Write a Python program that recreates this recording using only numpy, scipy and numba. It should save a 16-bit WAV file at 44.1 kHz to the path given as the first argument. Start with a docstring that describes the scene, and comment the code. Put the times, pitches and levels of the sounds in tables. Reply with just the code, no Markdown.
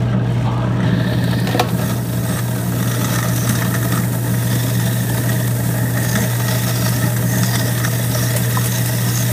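"""A garbage disposal runs under a steel sink while the tap pours in. The motor hums at twice the mains rate,
water and fruit churn in the chamber and ring its cavities, and hard pieces crack against the grind ring.
At first foamy water covers the drain and muffles it; as that is sucked away the bright spray comes through.
Sine tones make the hum, the gulps and the ring of the steel; random blows and noise through resonances make
the grinding, slurps, rattle and hiss; shaped noise makes the spray and the snaps."""
import sys
import numpy as np
from scipy import signal
from scipy.fft import rfft, irfft
from scipy.io import wavfile
from scipy.ndimage import uniform_filter1d
from numba import njit

SR = 44100
rng = np.random.default_rng(int(sys.argv[2]) if len(sys.argv) > 2 else 0)


def pcm_store(signal):
    """Save signal as 16-bit PCM."""
    levels = np.round(np.clip(np.atleast_2d(signal), -1, 1) * 32767)
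    wavfile.write(sys.argv[1], SR, levels.astype(np.int16).T)


N = 411012
T = np.arange(N) / SR


def undb(db):
    """Decibels to gain."""
    return 10 ** (np.asarray(db) / 20)


def unit(x):
    """Scale to rms 1."""
    return x / np.sqrt(np.mean(x ** 2))


def curves(rows):
    """The columns of a table, joined by straight lines in time."""
    s, *columns = np.transpose(rows)
    return [np.interp(T, s, column) for column in columns]


def add(out, s, sound):
    """Mix a sound in at time s."""
    i = max(int(s * SR), 0)
    out[i:i + len(sound)] += sound[:N - i]


def colour(x, points, size=8192):
    """Causal minimum-phase filter with a spectrum of (Hz, dB) points; rms 1."""
    hz, db = np.transpose(points)
    log_hz = np.log(np.fft.rfftfreq(size, 1 / SR) + 1)
    log_gain = np.log(undb(np.interp(log_hz, np.log(hz), db)))
    cepstrum = irfft(log_gain)[:size // 2]
    cepstrum[1:] *= 2
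    response = irfft(np.exp(rfft(cepstrum, size)))
    return unit(signal.fftconvolve(x, response)[:N])


@njit
def svf(x, hz, width):
    """State-variable band-pass whose centre may move."""
    y, band, low = np.empty(len(x)), 0., 0.
    for i in range(len(x)):
        g, k = np.tan(np.pi * hz[i] / SR), width / hz[i]
        v = (band + g * (x[i] - low)) / (1 + g * (g + k))
        band, low, y[i] = 2 * v - band, low + 2 * g * v, k * v
    return y


def resonate(x, hz, width):
    """A resonance with steep skirts: two band-passes in a row."""
    centre = hz + np.zeros(N)
    return svf(svf(x, centre, float(width)), centre, float(width))


def walk(rate):
    """Smooth chance with a spread near 1, drawn afresh at the given rate in Hz."""
    k = int(SR / rate)
    steps = np.repeat(rng.standard_normal(N // k + 1), k)
    return unit(uniform_filter1d(steps, k)[:N])


def impacts(rate, spread_db):
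    """Random tiny blows, rate per second, their sizes spread in dB; rms 1."""
    hit = rng.random(N) < rate / SR
    size = undb(spread_db * np.minimum(rng.exponential(size=N), 5))
    return unit(hit * size * np.sign(rng.standard_normal(N)))


def surges(rate, decay_s, depth):
    """Each lump caught by a lug gives a sudden burst that dies away; a gain of rms 1."""
    lumps = np.abs(impacts(rate, spread_db=2.2)) * np.sqrt(rate / SR)
    lumps = np.minimum(lumps, 2)  # no lump is over twice the usual size
    bursts = signal.lfilter([1], [1, -np.exp(-1 / (decay_s * SR))], lumps)
    return unit(1 + depth * unit(bursts))


def burst(noise, s, decay_s):
    """A piece of noise that starts at once and dies away, with the energy of its envelope."""
    fade = np.exp(-T[:SR // 4] / decay_s)
    i = int(s * SR)
    piece = fade * noise[i:i + len(fade)]
    return piece * np.linalg.norm(fade) / np.linalg.norm(piece)


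def slurp(rush, hz, width, waver):
    """Rushing noise rings a gap between air and water, whose size keeps changing; rms 1."""
    return unit(resonate(rush, hz * (1 + waver * walk(25)), width))


def ring(x, modes, waver):
    """Several resonances driven together, each retuned by sloshing water; rms 1."""
    total = np.zeros(N)
    for hz, width, db in modes:
        slosh = 1 + waver * walk(14)
        total += undb(db) * resonate(x, hz * slosh, 1.094 * width)  # a little wider than listed
    return unit(total)


def foam(bite):
    """A dense crackle of bubbles and pulp; rms 1."""
    crackle = impacts(rate=3500, spread_db=3.5) + 0.5 * rng.standard_normal(N)
    return unit(bite ** 1.27 * crackle)


def bubbles(hz, rate, spread, cycles, rise):
    """Single bubbles ring near a moving pitch, each gliding up as it dies; rms 1."""
    out, t = np.zeros(N), T[:SR // 40]
    for when, pitch, size in rng.random((int(rate * N / SR), 3)):
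        turns = hz[int(when * N)] * (1 + spread * (2 * pitch - 1)) * t
        age = turns / cycles
        swell = np.exp(-age) - np.exp(-4 * age)
        tone = np.sin(2 * np.pi * turns * (1 + rise * age))
        add(out, when * N / SR, undb(-14 * size) * swell * tone)
    return unit(out)


def loads():
    """Each load swells, holds and drains away: the lifts in dB of pulp, air and water."""
    # Water and pulp that slide into the drain, lifting the grinding (pulp), the low note of the mouth (air)
    # and the collar hiss (water). Each layer takes only a share of a lift.
    # Each row: start in seconds, length in seconds, pulp lift in dB, air lift in dB, water lift in dB.
    load_rows = [(0.11, 0.055, 11, 13, -12), (0.415, 0.058, 8, -1, 16), (0.8, 0.77, 9.5, -1, 16.5),
                 (1.763, 0.16, 11, 13, 11), (2.23, 0.14, 9.5, 14, 9), (2.744, 0.24, 3, 15, 8),
                 (2.97, 0.63, 4.5, 13.5, 9), (3.595, 0.33, 3.5, 10, 6.5), (3.898, 0.065, 2, 14, 9),
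                 (4.462, 0.38, 3.5, 2.5, 4.5), (4.95, 0.48, 4.5, -6, 4.5), (5.714, 0.28, 7, -2, -1.5),
                 (5.97, 0.25, 8, 2, 4), (6.43, 0.54, 2.5, 7, 6.5), (6.984, 0.052, 16, 13, 11),
                 (7.246, 0.13, 8.5, -2, 6), (7.39, 0.28, 7, -1, 2), (7.686, 0.14, 2.5, 6, 0),
                 (7.78, 0.064, 4, 9, -3), (8.115, 0.18, 2, 8, 4.5), (8.5, 0.13, 1, 14, 3)]
    attack_s, release_s = 0.062, 0.067
    pulp, air, water = np.zeros((3, N))
    for s, length, pulp_db, air_db, water_db in load_rows:
        swell = np.interp(T, [s, s + attack_s], [0, 1])
        drain = np.interp(T, [s + length, s + length + release_s], [1, 0])
        shape = swell * drain
        pulp += pulp_db * shape
        air += air_db * shape
        water += water_db * shape
    return pulp, air, water


def drive(law, lift):
    """Gain of a layer from the depth of the water and the load passing through."""
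    # The sink drains, and a sweep of the hand floods the drain again.
    # Each row: time in seconds, water depth from 0 to 1.
    depth_rows = [(0, 0.55), (.7, 0.66), (1.5, 0.62), (2.05, 0.29), (3.9, 0.4), (4.15, 0.47), (4.4, 0.17),
                  (5.6, 0.31), (6.4, 0.1), (7.2, 0.25), (7.9, 0.06), (9.32, 0)]
    empty_db, flooded_db, share = law
    depth, = curves(depth_rows)
    return undb(empty_db + flooded_db * depth + share * lift)


def motor():
    """Magnetic hum at twice the mains rate; the rotor shakes the sink while it is flooded."""
    # The hum sinks around the hardest crack and slowly recovers. Each row: time in seconds, rms level in dB.
    hum_rows = [(0, -18), (1.38, -19.5), (1.59, -23.5), (1.78, -21.5), (2.55, -21.5), (2.9, -19.5),
                (4.1, -19.5), (4.6, -18), (5.1, -18.5), (9.32, -18.5)]
    hum_hz, rotor_hz, rotor_db = 119.96, 55.2, -35.5
    hum_db, = curves(hum_rows)
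    hum_level = undb(hum_db + 0.58 * walk(24))
    hum = hum_level * np.sin(2 * np.pi * hum_hz * T + 0.06 * walk(7.4))
    flooded = np.interp(T, [.65, 1.2], [1, .12])
    shake = undb(rotor_db + 2 * walk(24)) * flooded * np.sin(2 * np.pi * rotor_hz * T)
    return np.sqrt(2) * (hum + shake)


def grinding(pulp, air, bite):
    """Bits of fruit pelt the chamber and ring its cavities and the air in the drain mouth."""
    # Cavities of the grinding chamber. Each row: pitch in Hz, nominal width in Hz, level in dB.
    cavities = [(475.3, 25.7, 2.5), (586.3, 53, -4), (635.6, 77, 2), (728, 46, -6.5), (908.6, 97, -1.5),
                (1291, 125, -10), (1614, 118, -5)]
    # The upper resonance drifts higher as the mouth clears. Each row: time in seconds, pitch in Hz.
    mouth_pitch = [(0, 1740), (.75, 1780), (.95, 1730), (1.45, 1790), (3.2, 1844), (4.8, 1820), (5.7, 1827),
                   (6.2, 1853), (9.32, 1847)]
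    # Foam smothers the mouth at first, and again whenever more is washed in.
    # Each row: time in seconds, gain of the upper note from 0 to 1.
    mouth_clear = [(.6, 0.25), (.78, 0.97), (1.5, 1), (1.7, 0.4), (2.05, 0.4), (2.65, 0.6), (2.95, 0.9),
                   (3.98, 1), (4.15, 0.8), (4.4, 1)]
    # Layer answers for chamber, lower note and upper note.
    # Each holds: level in the empty sink in dB, change under full depth in dB, share of a load's lift.
    grind_law = (-32, -1.1, 0.26)
    lower_law = (-45, -4, 0.74)
    upper_law = (-36, -7.5, 0.79)
    blows = bite * (impacts(rate=1100, spread_db=2.5) + 0.58 * rng.standard_normal(N))
    chamber = ring(blows, cavities, waver=0.024) * drive(grind_law, pulp)
    slosh = 1 + 0.026 * walk(16)  # moving water keeps retuning the mouth
    lower = unit(resonate(blows, 1280 * slosh, width=156)) * drive(lower_law, air)
    upper_hz, = curves(mouth_pitch)
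    opened, = curves(mouth_clear)
    flutter = bubbles(upper_hz, rate=160, spread=0.055, cycles=9, rise=0.0016)
    note = unit(resonate(blows, upper_hz * slosh, width=138))
    upper = opened * unit(note + undb(0.5) * flutter) * drive(upper_law, pulp)
    return chamber + lower + upper


def churning(pulp):
    """Water is beaten round the tub in dull thumps."""
    # Spectrum of the tub full of water. Each row: frequency in Hz, level in dB.
    tub_spectrum = [(25, -39), (45, -25), (62, -9.5), (84, -6), (100, -5.5), (135, -6.5), (184, 5),
                    (225, -8), (275, -4), (320, -10), (410, -13.5), (600, -20.5), (1100, -31.5),
                    (3000, -76)]
    # Level in the empty sink in dB, change under full depth in dB, share of a load's lift.
    churn_law = (-25, 5.9, 0.21)
    return drive(churn_law, pulp) * colour(impacts(rate=900, spread_db=1.5), tub_spectrum)


def cracks(tail_db=-17, tail_s=0.051):
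    """A hard piece snaps, and the blow rings the plate and basin."""
    # Hard pieces that strike the grind ring. Each row: time in seconds, snap level in dB, steel ring level in dB.
    strikes = [(1.472, -18, -31), (1.490, -27, -35), (1.512, -27, -33), (1.543, -27, -23), (1.595, -9, -15),
               (1.687, -26, -44), (1.793, -27, -33)]
    # Ring of the grind plate and basin. Each row: pitch in Hz, level in dB, 60 dB decay time in seconds.
    steel_modes = [(170, -3, .17), (342, -4, .2), (491, 7, 0.13), (620, 2.5, 0.04), (730, 9.5, 0.07),
                   (800, -4, .07), (1105, -12, 0.36), (1330, -8.5, 0.19), (1610, -11, .07),
                   (1945, -23, 0.23), (2655, -16, .2), (2240, -9, .04)]
    # Spectrum of the snap. Each row: frequency in Hz, level in dB.
    snap_spectrum = [(100, -20), (400, 2), (1000, 12.5), (1400, 5), (1800, 9), (2200, 7), (2750, 7.5),
                     (3200, 3), (3600, 8), (4200, 4.5), (5200, -1), (6200, -2), (8000, -7), (15000, -8)]
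    ring_lag_s = 0.00234  # the steel answers just after the snap
    out, t = np.zeros(N), T[:SR // 4]
    crunch = colour(rng.standard_normal(N), snap_spectrum)
    for s, snap_db, ring_db in strikes:
        snap = burst(crunch, s, decay_s=.006)
        tail = undb(tail_db) * burst(crunch, s, tail_s)
        # each blow lands on another spot and shares itself differently among the modes
        steel = np.zeros(len(t))
        for hz, db, t60 in steel_modes:
            fade = undb(db + rng.normal() - 60 * t / t60)
            steel += fade * np.sin(2 * np.pi * hz * t) * rng.choice([-1, 1])
        add(out, s, undb(snap_db) * (snap + tail))
        add(out, s + ring_lag_s, undb(ring_db) * steel * (1 - np.exp(-t / 0.0011)))
    return out


def shreds(attack_s=0.00057):
    """A lug tears through a soft piece: a short rasp of tiny blows rings the mouth and the collar."""
    # Soft pieces shredded under the open mouth.
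    # Each row: start in seconds, level in dB, decay in seconds, collar level against the mouth in dB.
    pieces = [(0.128, -26.5, 0.011, -17), (0.8035, -20.5, 0.0057, -16), (0.829, -25, .008, -13),
              (2.387, -23, .007, -6), (2.826, -21, 0.006, -4), (2.914, -30, .008, -4),
              (3.044, -20, 0.0083, 1.5), (3.137, -22.5, 0.01, 0), (3.158, -20.5, 0.0056, -0.5),
              (3.186, -17, 0.0085, -6), (3.227, -16.5, 0.0055, -6), (3.472, -23, 0.0094, -1),
              (3.492, -24.5, 0.016, 0), (3.551, -21.5, 0.014, -1), (3.620, -19, 0.013, -8),
              (3.740, -19, 0.018, -6), (3.828, -18, 0.006, -7), (3.922, -19.5, 0.008, -5),
              (3.975, -23, 0.013, -4), (4.036, -22, 0.0057, -13), (4.34, -22.5, 0.0065, -12),
              (5.17, -25, .007, -6), (5.291, -19, .007, -7), (5.97, -18, .007, -17),
              (6.046, -22, 0.008, -5), (6.153, -14.5, 0.01, -4), (6.686, -24.5, 0.0068, -3),
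              (7.163, -23.5, .01, -2), (7.432, -20, 0.012, 2), (7.554, -17, 0.0082, 1.5),
              (7.7993, -20, 0.0057, -6), (7.840, -19, .005, -9), (7.848, -16, 0.006, -1.5),
              (8.446, -22.5, .007, -4), (8.55, -22, 0.0091, -5)]
    # What a piece rings, in the mouth and in the collar. Each row: pitch in Hz, nominal width in Hz, level in dB.
    mouth_modes = [(895, 120, -5), (1322, 230, 1), (1693, 130, 2.5), (1822, 114, 5.5), (1956, 86, 1)]
    collar_modes = [(2610, 450, 0.5), (3404, 130, 4), (3720, 210, 10), (5140, 1400, -18), (6160, 1600, 6.5),
                    (7970, 2200, 3.5)]
    out, rasp = np.zeros(N), impacts(rate=4000, spread_db=2.5)
    mouth = ring(rasp, mouth_modes, waver=0.036)
    collar = ring(rasp, collar_modes, waver=0.036)
    attack = 1 - np.exp(-T[:SR // 4] / attack_s)
    for s, db, decay_s, bright_db in pieces:
        torn = burst(mouth, s, decay_s) + undb(bright_db) * burst(collar, s, decay_s)
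        add(out, s, undb(db) * attack * torn)
    return out


def gulps(glide=1.8):
    """Swallowed pockets of air and soft lumps each ring for a few cycles, rising a little."""
    # Each row: start in seconds, starting pitch in Hz, level before the soft onset in dB, 60 dB decay in seconds.
    pockets = [(0.145, 174, -12, .1), (1.547, 296, -0.5, 0.03), (3.495, 199, -9, 0.092),
               (3.986, 190, -11, 0.098), (6.160, 197, -7.5, 0.06), (6.205, 196, -11, 0.1),
               (7.655, 457, -19, 0.063), (7.995, 554, -15.5, .05), (8.352, 568, -11, 0.058),
               (8.571, 994, -3, 0.032), (8.572, 1230, -11, 0.02), (8.573, 760, -16, .025)]
    out, t = np.zeros(N), T[:SR // 8]
    for s, hz, db, t60 in pockets:
        envelope = undb(db - 60 * t / t60) * (1 - np.exp(-t / 0.002))
        add(out, s, envelope * np.sin(2 * np.pi * hz * t * (1 + glide * t)))
    return out


def vortex():
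    """Air slurps and bubbles through two gaps in the foam; the higher one climbs as the water runs off."""
    # The wider gap, which gurgles as the drain first opens, then the narrower gap that opens in the vortex.
    # Each row: time in seconds, resonance in Hz, level in dB.
    wide_gap = [(0, 890, -35), (.41, 875, -52), (.465, 860, -30), (.6, 940, -30), (.7, 1010, -36),
                (.82, 1040, -36), (.95, 1064, -39), (1.6, 1060, -70)]
    narrow_gap = [(0, 3000, -46.5), (.3, 2890, -47), (.5, 3000, -44), (.76, 2970, -44.5), (.88, 3260, -39),
                  (1.1, 3940, -40), (1.24, 3880, -38.5), (1.36, 4300, -36.5), (1.55, 4420, -42),
                  (1.9, 4720, -54)]
    low_hz, low_db = curves(wide_gap)
    high_hz, high_db = curves(narrow_gap)
    rush = rng.standard_normal(N)
    gurgle = slurp(rush, low_hz, width=280, waver=0.05)
    overtone = undb(-2.5) * slurp(rush, 1.24 * low_hz, width=160, waver=0.03)
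    low_bubbles = undb(-3) * bubbles(low_hz, rate=330, spread=0.16, cycles=8.1, rise=0.008)
    low = gurgle + overtone + low_bubbles
    high_bubbles = undb(-2) * bubbles(high_hz, rate=400, spread=.15, cycles=12, rise=.008)
    high = high_bubbles + slurp(rush, high_hz, width=1700, waver=0.04)
    return undb(low_db) * unit(low) + undb(high_db) * unit(high)


def rattle(water, bite):
    """Pulp crackles on the drain collar; once that is uncovered a water film hisses and sheds bubbles."""
    # Ring of the drain collar. Each row: pitch in Hz, nominal width in Hz, level in dB.
    collar_modes = [(2634, 350, 0.5), (3356, 160, 5), (3700, 210, 6.5), (4800, 690, 1), (5480, 420, 3.5),
                    (5930, 310, -4), (6470, 780, 5)]
    # Spectrum of the pulp rattle. Each row: frequency in Hz, level in dB.
    rattle_spectrum = [(900, -8), (2000, 0), (2300, 8.5), (2700, 2), (3050, 7), (3600, 3.5), (4400, 5.5),
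                       (5200, -36), (6500, -30), (9500, -19), (15000, -42)]
    # Layer answers for pulp and film.
    # Each holds: level in the empty sink in dB, change under full depth in dB, share of a load's lift.
    rattle_law = (-40, -11.5, 0.61)
    film_law = (-34, -32, 0.74)
    crackle = ring(foam(bite), collar_modes, waver=0.025) + undb(3.0) * foam(bite)
    pulp = colour(crackle, rattle_spectrum)
    sheet = ring(foam(bite), collar_modes, waver=0.026) + undb(-3.0) * foam(bite)
    hiss = slurp(sheet, 5660, width=4500, waver=0.043)
    large = bubbles(np.full(N, 3620.), rate=110, spread=0.081, cycles=16, rise=0.0016)
    small = bubbles(np.full(N, 5650.), rate=140, spread=0.178, cycles=19, rise=0.0022)
    film = unit(hiss + undb(-5) * large + undb(-3) * small)
    uncovered = np.interp(T, [1.5, 1.85], [.1, 1])
    return pulp * drive(rattle_law, water) + uncovered * film * drive(film_law, water)


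def throat(water, bite):
    """The shallower the water, the more strongly the falling stream rings the open drain."""
    # What the stream rings in the drain. Each row: pitch in Hz, nominal width in Hz, level in dB.
    drain_modes = [(983, 86, 0), (1960, 115, 9), (2710, 280, -0.5), (3400, 110, 3), (3840, 410, 0),
                   (5670, 200, 2.5)]
    # Level in the empty sink in dB, change under full depth in dB, share of a load's lift.
    throat_law = (-36, -28, 0.41)
    return ring(foam(np.sqrt(bite)), drain_modes, waver=0.015) * drive(throat_law, water)


def swishes(bite, relative_width=0.13, waver=.012, attack_s=0.032, release_s=0.064):
    """A sheet of water narrows the air gap at the collar, which rings with the fizz until it has passed."""
    # Sheets of water over the collar, each with its own gliding pitch.
    # Each row: start in seconds, length in seconds, start pitch in Hz, end pitch in Hz, level in dB.
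    sheets = [(2.238, 0.13, 8200, 8500, -34), (3.927, 0.05, 1420, 1230, -30), (2.8, 0.5, 5900, 6000, -39.5),
              (3.307, 0.2, 6000, 5900, -35), (4.45, 0.55, 3500, 3720, -39.5), (4.48, .35, 5300, 5170, -43),
              (6.01, 0.21, 6500, 6300, -33.5), (6.008, 0.14, 4830, 4940, -38),
              (6.29, 0.075, 3650, 3700, -42), (6.427, 0.11, 6200, 5040, -36),
              (6.618, .35, 5500, 5400, -36.5), (6.718, 0.16, 4750, 4650, -35.5),
              (7.244, 0.22, 6450, 6400, -33), (7.396, 0.24, 5000, 5100, -33), (7.41, 0.3, 5600, 5600, -37),
              (7.418, 0.326, 3870, 3470, -40.5), (7.804, 0.065, 5900, 5850, -34),
              (8.11, 0.14, 5650, 5550, -33.5), (8.615, 0.13, 6400, 6500, -32),
              (8.63, 0.13, 3850, 3870, -36), (8.65, 0.58, 2680, 2740, -44),
              (8.837, 0.34, 5330, 5400, -37.5), (9.095, 0.11, 6500, 6540, -29)]
    out, fizz, slosh = np.zeros(N), foam(bite), 1 + waver * walk(25)
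    for s, length, start_hz, end_hz, db in sheets:
        span = slice(int(s * SR), int((s + length + release_s) * SR))
        t = T[span] - s
        hz = np.interp(t, [0, length], [start_hz, end_hz]) * slosh[span]
        width = relative_width * start_hz
        shape = np.clip(t / attack_s, 0, 1) * np.interp(t, [length, length + release_s], [1, 0])
        swish = unit(svf(svf(fizz[span], hz, width), hz, width))
        add(out, s, undb(db) * shape * swish)
    return out


def splashes():
    """Bursting foam and slugs of water flung against the baffle: short bright bursts of noise."""
    # Each row: start in seconds, level before the quick onset in dB, decay in seconds.
    slugs = [(.282, -37, 0.0016), (.303, -39, .003), (0.323, -32, 0.0018), (.342, -39, 0.0018),
             (.577, -39, .003), (1.311, -28, .005), (1.4, -27, .005), (1.240, -27, .005),
             (3.149, -26, 0.0076), (3.359, -22, 0.013), (3.491, -19.5, 0.019), (4.682, -20, .002),
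             (5.477, -21, .005), (6.048, -20, .003), (6.62, -21, .005), (6.889, -17.5, 0.0053),
             (8.363, -16, 0.016), (8.643, -21, 0.014), (8.657, -20, 0.019), (8.859, -17, .005)]
    swell, t = np.zeros(N), T[:SR // 10]
    for s, db, decay_s in slugs:
        add(swell, s, undb(db) * np.exp(-t / decay_s) * (1 - np.exp(-t / 0.00027)))
    bright = [(400, 6.3), (2000, 11.7), (4300, 5.8), (6200, 8), (9000, 15.3), (11000, 12.4), (15000, 7.4)]
    return swell * colour(rng.standard_normal(N), bright)


def spray(water, bite):
    """The tap stream and flung water fizz on the steel; tiny bubbles ping in it."""
    # Spectra of the open spray and of the fizz while foam covers the drain.
    # Each row: frequency in Hz, level in dB.
    open_spectrum = [(500, -5), (1100, -7.5), (1700, 1), (2200, -5), (3100, -8), (3700, -12.5),
                     (4400, -8.5), (7100, -2.5), (8400, 1.5), (9200, 2), (10450, -3.5), (11100, 1),
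                     (12500, 1), (13400, 0), (13900, 4), (14500, -0.5), (15300, 0.5)]
    smothered_spectrum = [(500, -5), (2000, 18.5), (4000, 2), (5600, 4.5), (7000, 2.5), (9200, 1),
                          (10300, -10), (12500, -5), (15300, -10)]
    # The spray comes through as the foam clears, with a step as the tap stream arrives.
    # Each row: time in seconds, level in dB.
    level_rows = [(0, -44.5), (.19, -51.5), (.32, -42.5), (.48, -43.5), (.68, -46.5), (.79, -44),
                  (.86, -46), (1.02, -43.5), (1.3, -42.5), (1.52, -40), (1.66, -42), (1.71, -33.5),
                  (2.6, -31.5), (3.4, -30), (4.1, -29.5), (4.35, -28.5), (7.2, -27.5), (9.32, -25)]
    fizz = impacts(rate=2500, spread_db=-2.0) + 2.0 * rng.standard_normal(N)
    drops = fizz * bite ** 0.34 * undb(0.36 * walk(40))
    pings, t = np.zeros(N), T[:SR // 50]
    for when, pitch, size in rng.random((1500, 3)):
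        hz = 7000 + 8000 * pitch
        ping = np.exp(-t * hz / 18) * np.sin(2 * np.pi * hz * t)
        add(pings, when * N / SR, undb(-22 * size ** .5) * ping)
    open_air = colour(drops, open_spectrum) + undb(-14.0) * unit(pings)
    pops = surges(rate=110, decay_s=.003, depth=.45)
    bursting = rng.standard_normal(N) * pops * undb(1.5 * walk(45))
    smothered = undb(3.5) * colour(bursting, smothered_spectrum)
    covered = np.interp(T, [.8, 1.1, 1.65, 1.72], [0.98, 0.21, 0.048, 0])
    spray_db, = curves(level_rows)
    level = undb(spray_db + 0.23 * water)  # the spray takes this share of a load's water lift
    return (covered * smothered + (1 - covered) * open_air) * level


def basin(x, wet_db=-14, t60=0.046):
    """Close reflections between the steel walls."""
    t = T[:SR // 4]
    echo = rng.standard_normal(len(t)) * undb(-60 * t / t60) * (t > .002)
    return x + undb(wet_db) * signal.fftconvolve(x, echo / np.linalg.norm(echo))[:N]


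def scene():
    """The same loads and lumps drive grinding, rattle and spray together."""
    pulp, air, water = loads()
    bite = surges(rate=110, decay_s=0.0048, depth=0.65)
    wet = grinding(pulp, air, bite) + shreds() + gulps() + vortex()
    wet += rattle(water, bite) + throat(water, bite) + swishes(bite)
    wet += splashes() + spray(water, bite)
    return (motor() + churning(pulp) + cracks() + basin(wet))[None]


def record(dry):
    """The microphone rounds the highest peaks; the deepest bass and the top are cut."""
    rounded = dry / (1 + (dry / .75) ** 6) ** (1 / 6)
    lean = signal.sosfilt(signal.butter(2, 32, "high", fs=SR, output="sos"), rounded)
    return signal.sosfilt(signal.ellip(12, .1, 80, 15400, fs=SR, output="sos"), lean)


dry = scene()
out = record(dry)
pcm_store(out)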